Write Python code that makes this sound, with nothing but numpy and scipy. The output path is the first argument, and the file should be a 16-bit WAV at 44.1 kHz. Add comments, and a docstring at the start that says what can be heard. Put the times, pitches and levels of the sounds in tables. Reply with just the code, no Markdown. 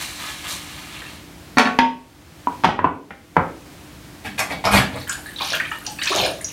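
"""A glass bowl and a wet wooden platter knock together and land on a chopping board in a tiled kitchen:
each knock is a burst of noise plus fading tones. Before that a sponge wipes the platter, made of tiny bubble rings.
Then the bowl is tipped out into the sink: splashes and running water are noise and bubble clouds,
and drops are rising tones. Room noise and an appliance hum lie beneath.
A limiter ducks everything after each loud knock and lets it swell back."""
import sys
import numpy as np
from scipy import signal
from scipy.fft import rfft, irfft, next_fast_len
from scipy.io import wavfile
from scipy.ndimage import uniform_filter1d, map_coordinates

SR = 44100
rng = np.random.default_rng(int(sys.argv[2]) if len(sys.argv) > 2 else 0)


def log_audio(samples):
    """Write samples as a 16-bit WAV file to the path given in sys.argv[1]."""
    # one column per channel
    frames = np.atleast_2d(samples).T
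    # limit to full scale, then quantise
    limited = np.clip(frames, -1, 1)
    pcm = np.round(limited * 32767).astype(np.int16)
    wavfile.write(sys.argv[1], SR, pcm)


N = 287532  # length of the scene in samples

# slops of water landing in the sink:
# (time [s], spray level before trim [dB], length [s], tilt [dB per octave], basin boom before trim [dB])
SPLASH_EVENTS = [(4.241, -28.5, 0.024, 1, -36), (4.377, -22, 0.023, 2, -40),
                 (4.488, -23.5, 0.031, -1.6, -33.5), (4.639, -12, 0.025, -1.8, -28),
                 (4.705, -14, 0.068, 2, -20), (4.869, -36, 0.1, -1.5, -38.5), (6.128, -44, 0.12, -9, -35.5)]
# water running off the tilted bowl, levels before trim:
# (time [s], length [s], patter level [dB], gurgle level [dB], fine spray level [dB])
POUR_EVENTS = [(5.067, .06, -27, -50, -33.5), (5.384, 0.178, -20.5, -52, -38),
               (5.842, 0.031, -28.5, -50, -41), (6.017, 0.25, -17, -20, -34.5)]
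DRIP_FROM_S = 4.95  # the emptied bowl starts to drip


def knocks():
    """Bowl and platter clink in the hands, then land on the board, where each blow also thuds into the counter."""
    # the bowl knocks against the platter in mid-air:
    # (time [s], clack level [dB], hardness [Hz], bowl ring level [dB], platter level [dB])
    clinks = [(1.5706, -12.5, 2380, -12.5, -22), (1.583, 2.5, 5200, -13, -21), (1.595, 4, 3700, -9.5, -14),
              (1.611, -10, 2600, -18, -22), (1.630, -12, 2200, -25.5, -16), (1.655, -7.5, 2580, -14.5, -32),
              (1.671, -7.5, 2200, -18, -33), (1.7878, 7.5, 3540, -7, 5.5)]
    # platter and bowl come down on the board:
    # (time [s], clack level [dB], hardness [Hz], platter pitch [Hz], platter level [dB], platter t60 [s])
    landings = [ (2.471, -24.5, 2350, 976, -5, 0.052), (2.6442, 12, 3300, 925, 15, 0.047),
                (2.650, 9.5, 3800, 743.5, -0.5, .19), (2.688, -0.5, 2370, 827, 7, 0.061),
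                (2.790, 1, 1890, 983, 6, 0.029), (2.843, 3, 1930, 1016, 13, 0.046),
                (3.106, -16, 2700, 796, -24, .1), (3.366, 1.5, 1790, 925, 11, 0.015), ]
    # the counter's thud: (frequency [Hz], level [dB])
    counter_spectrum = [(40, -25), (85, -1.5), (125, -6.5), (165, 3.5), (230, -16.5), (340, -9.5),
                        (600, -30), (1200, -67)]
    held_hz, held_t60_s = 921, .245  # the platter's ring while it is held by the rim
    thud_db, shake_db = -16.5, -32  # counter thud and bowl ring of a landing, relative to its clack
    graze_s, graze_db = 0.0078, -25  # an edge touches this long before each landing, relative to its clack

    out = np.zeros(N)
    t = np.arange(int(.7 * SR)) / SR
    for s, clack_db, hard_hz, bowl_db, platter_db in clinks:
        add(out, s, knock(clack_db, hard_hz, held_hz, platter_db, held_t60_s, bowl_db))
    for s, clack_db, hard_hz, pitch_hz, platter_db, t60 in landings:
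        thud = coloured(rng.standard_normal(len(t)), counter_spectrum)
        thud *= amp(clack_db + thud_db - 60 * t / 0.34) * (1 - np.exp(-t / 0.0059))
        touch_db = clack_db + graze_db
        graze = knock(touch_db, hard_hz, pitch_hz, touch_db, t60, touch_db + shake_db)
        add(out, s - graze_s, graze)
        blow = knock(clack_db, hard_hz, pitch_hz, platter_db, t60, clack_db + shake_db)
        add(out, s, blow + thud)
    return out


def knock(clack_db, hard_hz, pitch_hz, platter_db, platter_t60, bowl_db):
    """One contact gives a short noisy clack and sets the platter and the bowl ringing."""
    # the clack of wood: (frequency [Hz], level [dB])
    wood_spectrum = [(60, -33), (200, -3.5), (450, 0.5), (800, -0.5), (1500, 4), (1950, 0.5), (2400, 1),
                     (4300, -5.5), (5300, -4.5), (8000, -3), (16000, 6)]
    # ways the platter rings: (ratio to its pitch, level [dB], share of its t60)
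    platter_modes = [(.275, -11.5, 1.45), (.95, -13, .6), (1, 0, 1), (1.11, -19, .7), (3.2, -30, .18)]
    # ways the glass bowl rings, damped by the hand:
    # (frequency [Hz], level before a random change at each knock [dB], t60 [s])
    bowl_modes = [(180, -12, .4), (226, -5, .25), (252, 2, .38), (578, -14, .34), (735, -4, .28),
                  (845, -10, .3), (1113, -6, .4), (1380, -4, .2), (1512, -10, .35), (1759, -4, .18),
                  (1872, -10, .22), (2217, -10, .22), (3791, -12, .11), (4400, -10, .15), (5790, -20, .16),
                  (9200, -28, .1)]
    t = np.arange(int(.7 * SR)) / SR

    def ring(hz, t60):
        """A pure tone that dies away by 60 dB in t60 seconds."""
        return amp(-60 * t / t60) * np.sin(2 * np.pi * hz * t)

    def contact(hz):
        """A softer contact (lower hard_hz) leaves out the treble."""
        return amp(along(wood_spectrum, hz)) / np.sqrt(1 + (hz / hard_hz) ** 7.9)

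    clack = unit(filtered(rng.standard_normal(len(t)), contact)) * amp(clack_db - 60 * t / 0.028)
    platter = np.zeros(len(t))
    for ratio, db, share in platter_modes:
        platter += amp(platter_db + db) * ring(ratio * pitch_hz, share * platter_t60)
    bowl = np.zeros(len(t))
    for hz, db, t60 in bowl_modes:
        gain = amp(bowl_db + db + rng.uniform(-2.9, 1.5))
        bowl += gain * rng.choice([-1, 1]) * ring(hz, t60)
    press = 1 - np.exp(-(t / 0.00082) ** 2)  # the force builds up as the wood gives
    return in_room(press * clack, wet_db=-1.5) + in_room(press * platter, wet_db=-5.0) + press * bowl


def sponge():
    """Strokes on wet wood over a fading slide; the foam crackles less as it is wiped away."""
    # sponge strokes, levels before trim: (time [s], length [s], rub level [dB], wet hiss level [dB])
    strokes = [(-0.01, 0.039, -31, -28), (0.182, 0.12, -31, -36), (0.428, 0.034, -30, -36),
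               (0.468, 0.061, -31.5, -27), (0.762, 0.024, -36, -58), (0.92, 0.044, -37.5, -53)]
    # rubbed wood: (frequency [Hz], level [dB])
    rub_spectrum = [(260, -67), (450, -25.5), (541, -12), (630, -16), (709, -10.5), (1230, -3.5),
                    (1390, -7), (1780, -1.5), (3570, 4.5), (6000, -8), (7800, -39), (13200, -120)]
    # wet foam: (frequency [Hz], level [dB])
    foam_spectrum = [(2350, -55), (4000, -4), (4870, -11.5), (5440, -9), (8910, -8), (15100, -13),
                     (16000, -27)]
    attack_s, release_s = .022, .3  # rise time and t60 of a stroke
    rest_rub_db, rest_hiss_db = -36.5, -33.5  # sliding between strokes, at first, before trim
    rub_fade, hiss_fade = 3.5, 8.5  # [dB per s]
    touch_s, lift_release_s = 1.167, 0.4  # how long the sponge stays on the platter, t60 as it leaves

    t = np.arange(N) / SR
    touching = envelope(-attack_s, touch_s, attack_s, lift_release_s)
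    rub_gain = touching * amp(rest_rub_db - rub_fade * t)
    hiss_gain = touching * amp(rest_hiss_db - hiss_fade * t)
    for s, length, rub_db, hiss_db in strokes:
        stroke = envelope(s, length, attack_s, release_s)
        rub_gain = np.hypot(rub_gain, amp(rub_db) * stroke)
        hiss_gain = np.hypot(hiss_gain, amp(hiss_db) * stroke)
    rub = bubbles(N, rate=2500, centre_hz=2025, spread=0.74, cycles=8.5, scatter_db=1.0)
    rub = coloured(rub, rub_spectrum)
    foam = bubbles(N, rate=4000, centre_hz=7860, spread=0.65, cycles=1, scatter_db=-2.0)
    foam = coloured(foam, foam_spectrum)
    return in_room(amp(-3.0) * rub_gain * rub + amp(-5.0) * hiss_gain * foam, wet_db=-4.5)


def splashes():
    """Slops of water burst into spray, bubbles and snapping droplets, and drum on the basin."""
    # water spray: (frequency [Hz], level [dB])
    spray_spectrum = [(200, -11.5), (400, -6.5), (570, 0.5), (850, -1), (1100, -3.5), (1450, -8),
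                      (1900, -7), (2330, 1), (2800, -9), (3700, -8.5), (5200, -14.5), (8000, -14),
                      (12500, -12), (16000, -32)]
    # the drumming basin: (frequency [Hz], level [dB])
    basin_spectrum = [(26, -42), (45, -4), (102, 6), (146, 1), (210, 1), (242, -4), (303, -3.5), (362, -36),
                      (420, -16), (550, -35), (920, -120)]
    swell_share = 0.18  # time constant of a slop's build-up, as a share of its length

    out = np.zeros(N)
    t = np.arange(int(.6 * SR)) / SR
    for s, db, length, tilt_db, boom_db in SPLASH_EVENTS:
        swell = 1 - np.exp(-t / (swell_share * length))
        after = np.maximum(t - length, 0)
        fizz = bubbles(len(t), rate=2200, centre_hz=3800, spread=.85, cycles=8, scatter_db=4)
        # single droplets snapping on the basin
        crackle = bubbles(len(t), rate=260, centre_hz=6560, spread=0.74, cycles=1.9, scatter_db=5)
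        hiss = amp(-7) * rng.standard_normal(len(t))
        spray = coloured(fizz + amp(-1.5) * crackle + hiss, spray_spectrum, tilt_db)
        spray *= amp(-60 * after / 0.079)
        boom = coloured(rng.standard_normal(len(t)), basin_spectrum) * amp(-60 * after / 0.26)
        slop = swell * (amp(db - 3.5) * clumped(spray, depth_db=2.5) + amp(boom_db - 2.5) * boom)
        add(out, s, in_room(in_sink(slop), wet_db=-1.5))
    return out


def in_sink(x):
    """The basin's hard walls throw back quick copies that colour every splash alike."""
    # echoes: (delay [s], level [dB])
    sink_walls = [(.0011, -11), (.0024, -8), (.0043, -7.5), (.0069, -6), (0.0105, -0.5), (0.0154, -6)]
    out = x.copy()
    for delay, db in sink_walls:
        add(out, delay, amp(db) * x)
    return out


def drops():
    """The big drops, each with its own answer from the tiles."""
    # (time [s], level [dB], nominal bubble pitch [Hz], relative pitch spread of the cluster)
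    big_drops = [ (1.019, -28.5, 1825, .03), (1.063, -33, 2820, .03), (5.014, -26.5, 4300, 0.029),
                 (5.095, -14.5, 7090, 0.18), (5.096, -20, 1515, 0.1), (5.150, -30, 1665, .07),
                 (5.260, -27, 1774, .03), (5.287, -31, 1950, .03), (5.361, -26, 3900, .04),
                 (5.386, -22, 3530, 0.062), (5.408, -20.5, 1018, .1), (5.420, -15.5, 3880, .14),
                 (5.520, -23.5, 672, .07), (5.534, -15, 1680, 0.083), (5.540, -17, 2890, 0.11),
                 (5.562, -25, 1755, 0.064), (5.600, -12, 1900, .25), (5.652, -22.5, 2470, 0.37),
                 (5.715, -17.5, 1833, .42), (5.865, -17, 5900, 0.167), (5.874, -28.5, 850, 0.035),
                 (5.988, -22, 2620, 0.49), (6.016, -16.5, 3000, .38), (6.072, -13.5, 2590, 0.46),
                 (6.118, -19, 1156, 0.21), (6.228, -19.5, 631, 0.14), (6.285, -25.5, 646, 0.064),
                 (6.412, -25.5, 9500, 0.18), (6.445, -13.5, 6260, 0.075), ]
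    out = np.zeros(N)
    for s, db, bubble_hz, spread in big_drops:
        add(out, s, in_room(amp(db) * drop(bubble_hz, spread), wet_db=-0.5))
    return out


def drop(bubble_hz, spread):
    """A drop traps a small cluster of bubbles; each rings and rises in pitch as it nears the surface."""
    t = np.arange(int(.4 * SR)) / SR
    t60 = .045 * (1479 / bubble_hz) ** .7  # a 1479 Hz bubble rings for 0.045 s, higher ones die sooner
    cluster = np.zeros(len(t))
    sizes = [0, *rng.permutation([-1.18, -0.59, 0.506, 0.83])]
    for k, size in enumerate(sizes):
        pitch = bubble_hz * np.exp(1.363 * spread * size) * (.96 + 0.23 * np.minimum(t / t60, 1))
        plink = np.sin(2 * np.pi * np.cumsum(pitch) / SR)
        plink *= amp(-60 * t / t60) * (1 - np.exp(-t / 0.000077))
        delay = k * t60 * 0.083 * rng.uniform(0.506, 1)
        add(cluster, delay, amp(-3 * k) * plink)  # later bubbles are weaker
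    return cluster


def trickle():
    """Water runs off the bowl: droplets patter and fine spray ticks first, then big bubbles gurgle."""
    # big bubbles: (frequency [Hz], level [dB])
    gurgle_spectrum = [(150, -45), (350, -4), (540, -8), (643, 2), (845, -11), (1140, -12), (1400, -14),
                       (1820, -48), (3080, -120)]
    # droplets: (frequency [Hz], level [dB])
    patter_spectrum = [(590, -28), (1000, -7), (1490, -16), (1710, -6.5), (2000, -22), (2200, -9),
                       (4020, 0), (7000, 0), (9100, -46), (15400, -120)]
    # fine spray: (frequency [Hz], level [dB])
    mist_spectrum = [(2940, 1), (5000, -12.5), (9650, -0.5), (10500, -5.5), (12600, 0), (16000, -11)]
    attack_s, release_s = 0.02, 0.1  # rise time and t60 of a pour
    # the thick of the stream lands after the first droplets, and lasts beyond them
    lag_s, hold_s = 0.078, 0.0086
    dribble_db, mist_db = -43.5, -46  # patter and fine spray between the pours, before trim

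    dripping = np.arange(N) / SR > DRIP_FROM_S
    patter_gain = amp(dribble_db) * dripping
    spray_gain = amp(mist_db) * dripping
    gurgle_gain = np.zeros(N)
    for s, length, patter_db, gurgle_db, spray_db in POUR_EVENTS:
        flow = envelope(s, length, attack_s, release_s)
        stream = envelope(s + lag_s, length - lag_s + hold_s, attack_s, release_s)
        patter_gain = np.hypot(patter_gain, amp(patter_db) * flow)
        spray_gain = np.hypot(spray_gain, amp(spray_db) * flow)
        gurgle_gain = np.hypot(gurgle_gain, amp(gurgle_db) * stream)
    gurgle = bubbles(N, rate=420, centre_hz=798, spread=0.41, cycles=9.4, scatter_db=4.0)
    gurgle = coloured(gurgle, gurgle_spectrum)
    patter = bubbles(N, rate=750, centre_hz=2500, spread=.5, cycles=18, scatter_db=3.5)
    patter = coloured(patter, patter_spectrum)
    spray = bubbles(N, rate=600, centre_hz=9000, spread=.35, cycles=22, scatter_db=4.5)
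    spray = clumped(coloured(spray, mist_spectrum), depth_db=2.0)
    water = amp(-8) * gurgle_gain * gurgle
    water += amp(-9.5) * patter_gain * patter
    water += amp(-3.5) * spray_gain * spray
    return in_room(water, wet_db=-1.5)


def drips():
    """Smaller drops fall at random: a few all the time from the wet bowl, many during a pour or a splash."""
    # showers of drops: (time [s], length [s], drops per second, typical level [dB])
    showers = [(DRIP_FROM_S, N / SR - DRIP_FROM_S, 16, -37)]
    for s, length, patter_db, _, _ in POUR_EVENTS:
        showers.append((s, length, 45, patter_db - 7))
    for s, db, length, _, _ in SPLASH_EVENTS:
        showers.append((s + length / 2, length, 110, db - 4))

    out = np.zeros(N)
    for s, length, rate, db in showers:
        for k in range(round(rate * length)):
            size, pitch = np.clip(rng.standard_normal(2), -2, 2)
            plink = drop(2500 * np.exp(0.55 * pitch), spread=0.096)  # 2500 Hz is a typical small drop
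            add(out, s + (k + rng.random()) / rate, amp(db + 2.5 * size) * plink)
    return in_room(out, wet_db=1.5)


def background():
    """Steady room noise and an appliance hum whose tones waver in phase."""
    # room noise: (frequency [Hz], level [dB])
    air_spectrum = [(20, -26), (45, -3.5), (65, 0), (120, -3.5), (165, -1), (220, -7), (300, -5),
                    (420, -14), (700, -13.5), (1000, -16.5), (2000, -18), (4000, -22), (9000, -27.5),
                    (16000, -32.5)]
    # the appliance: (frequency [Hz], level [dB])
    hum_tones = [(298, -48), (345, -55)]
    t = np.arange(N) / SR
    hum = np.zeros(N)
    for hz, db in hum_tones:
        hum += amp(db) * np.sin(2 * np.pi * hz * t + 0.54 * wobble(7.7))
    return amp(-41.5) * coloured(rng.standard_normal(N), air_spectrum) + hum


def in_room(x, wet_db):
    """x plus a fresh random tail from the tiles, whose pitches die away at different speeds."""
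    # echo time of the kitchen: (frequency [Hz], t60 [s])
    kitchen_t60 = [(100, 0.28), (300, 0.57), (1000, 0.29), (3000, 0.33), (8000, 0.29), (15000, 0.21)]
    hz, t, z = signal.stft(rng.standard_normal(SR // 2), SR, nperseg=256)
    decay = amp(-60 * t / along(kitchen_t60, hz)[:, None])
    tail = signal.istft(z * decay, SR, nperseg=256)[1]
    # the nearest walls answer after a few ms
    tail = tail * (1 - np.exp(-(np.arange(len(tail)) / SR / 0.0011) ** 2))
    return x + amp(wet_db) * signal.fftconvolve(x, tail / np.linalg.norm(tail))[:len(x)]


def bubbles(length, rate, centre_hz, spread, cycles, scatter_db):
    """A cloud of tiny rising rings of unequal strength, rate a second, each 40 dB down after cycles; rms 1."""
    count = int(rate * length / SR) + 1
    when, size = rng.random((2, count))
    hz = np.clip(centre_hz * np.exp(spread * rng.standard_normal((count, 1))), 350, 15000)
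    steps = np.arange(400)  # samples in one ring
    turns = hz * steps / SR
    age = np.minimum(turns / cycles, 2)
    strength = amp(-scatter_db * np.log(np.maximum(size, .02)))[:, None]
    rings = strength * amp(-40 * age) * np.sin(2 * np.pi * turns * (1 + .05 * age))
    at = (when * length).astype(int)[:, None] + steps
    return unit(np.bincount(at.ravel(), rings.ravel(), length)[:length])


def clumped(x, depth_db):
    """Droplets land in bunches, so their level flutters."""
    return x * unit(amp(depth_db * wobble(55)))[:len(x)]


def envelope(s, length, attack, release):
    """Rise from time s over attack, start to die away at s + length with a t60 of release."""
    t = np.arange(N) / SR - s
    return np.clip(t / attack, 0, 1) * amp(-60 * np.maximum(t - length, 0) / release)


def wobble(rate):
    """A smooth random curve, rate knots a second."""
    knots = rng.standard_normal(int(N * rate / SR) + 4)
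    return map_coordinates(knots, [np.arange(N) * rate / SR])


def coloured(x, spectrum, tilt_db=0):
    """x with a spectrum, tilted per octave, at rms 1."""
    return unit(filtered(x, lambda hz: amp(along(spectrum, hz) + tilt_db * np.log2(hz + 1))))


def filtered(x, response):
    """x times a response of frequency."""
    m = next_fast_len(len(x) + 8192)  # spare room so the end does not wrap onto the start
    return irfft(rfft(x, m) * response(np.fft.rfftfreq(m, 1 / SR)), m)[:len(x)]


def along(points, hz):
    """Read between (frequency, value) points on a log frequency axis."""
    f, v = np.transpose(points)
    return np.interp(np.log(hz + 1), np.log(f + 1), v)


def add(track, s, sound):
    """Mix a sound in at time s."""
    part = track[max(0, round(s * SR)):][:len(sound)]
    part += sound[:len(part)]


def amp(db):
    """Decibels to gain."""
    return 10 ** (np.asarray(db) / 20)


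def unit(x):
    """Scale to rms 1."""
    return x / np.sqrt(np.mean(x ** 2) + 1e-20)


def scene():
    """Everything as heard beside the sink."""
    return (knocks() + sponge() + splashes() + drops() + trickle() + drips() + background())[None]


def limiter(x, ceiling, release_db):
    """The gain drops within milliseconds on a loud sound and climbs back release_db a second."""
    level = np.sqrt(np.abs(uniform_filter1d(x * x, size=88)))  # rms over 2 ms
    over = 20 * np.log10(np.maximum(level / ceiling, 1))
    climb = release_db * np.arange(N) / SR
    cut = np.maximum.accumulate(over + climb) - climb
    return x * uniform_filter1d(amp(-cut), size=61)


def record(dry):
    """Limit loud sounds, round off the peaks that slip through, drop deep bass and the top treble."""
    x = limiter(dry[0], ceiling=0.64, release_db=17.5)
    x = x / (1 + np.abs(x) ** 12) ** (1 / 12)
    x = signal.sosfilt(signal.butter(4, 42, "highpass", fs=SR, output="sos"), x)
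    return filtered(x, lambda hz: hz < 16000)[None]


dry = scene()
out = record(dry)
log_audio(out)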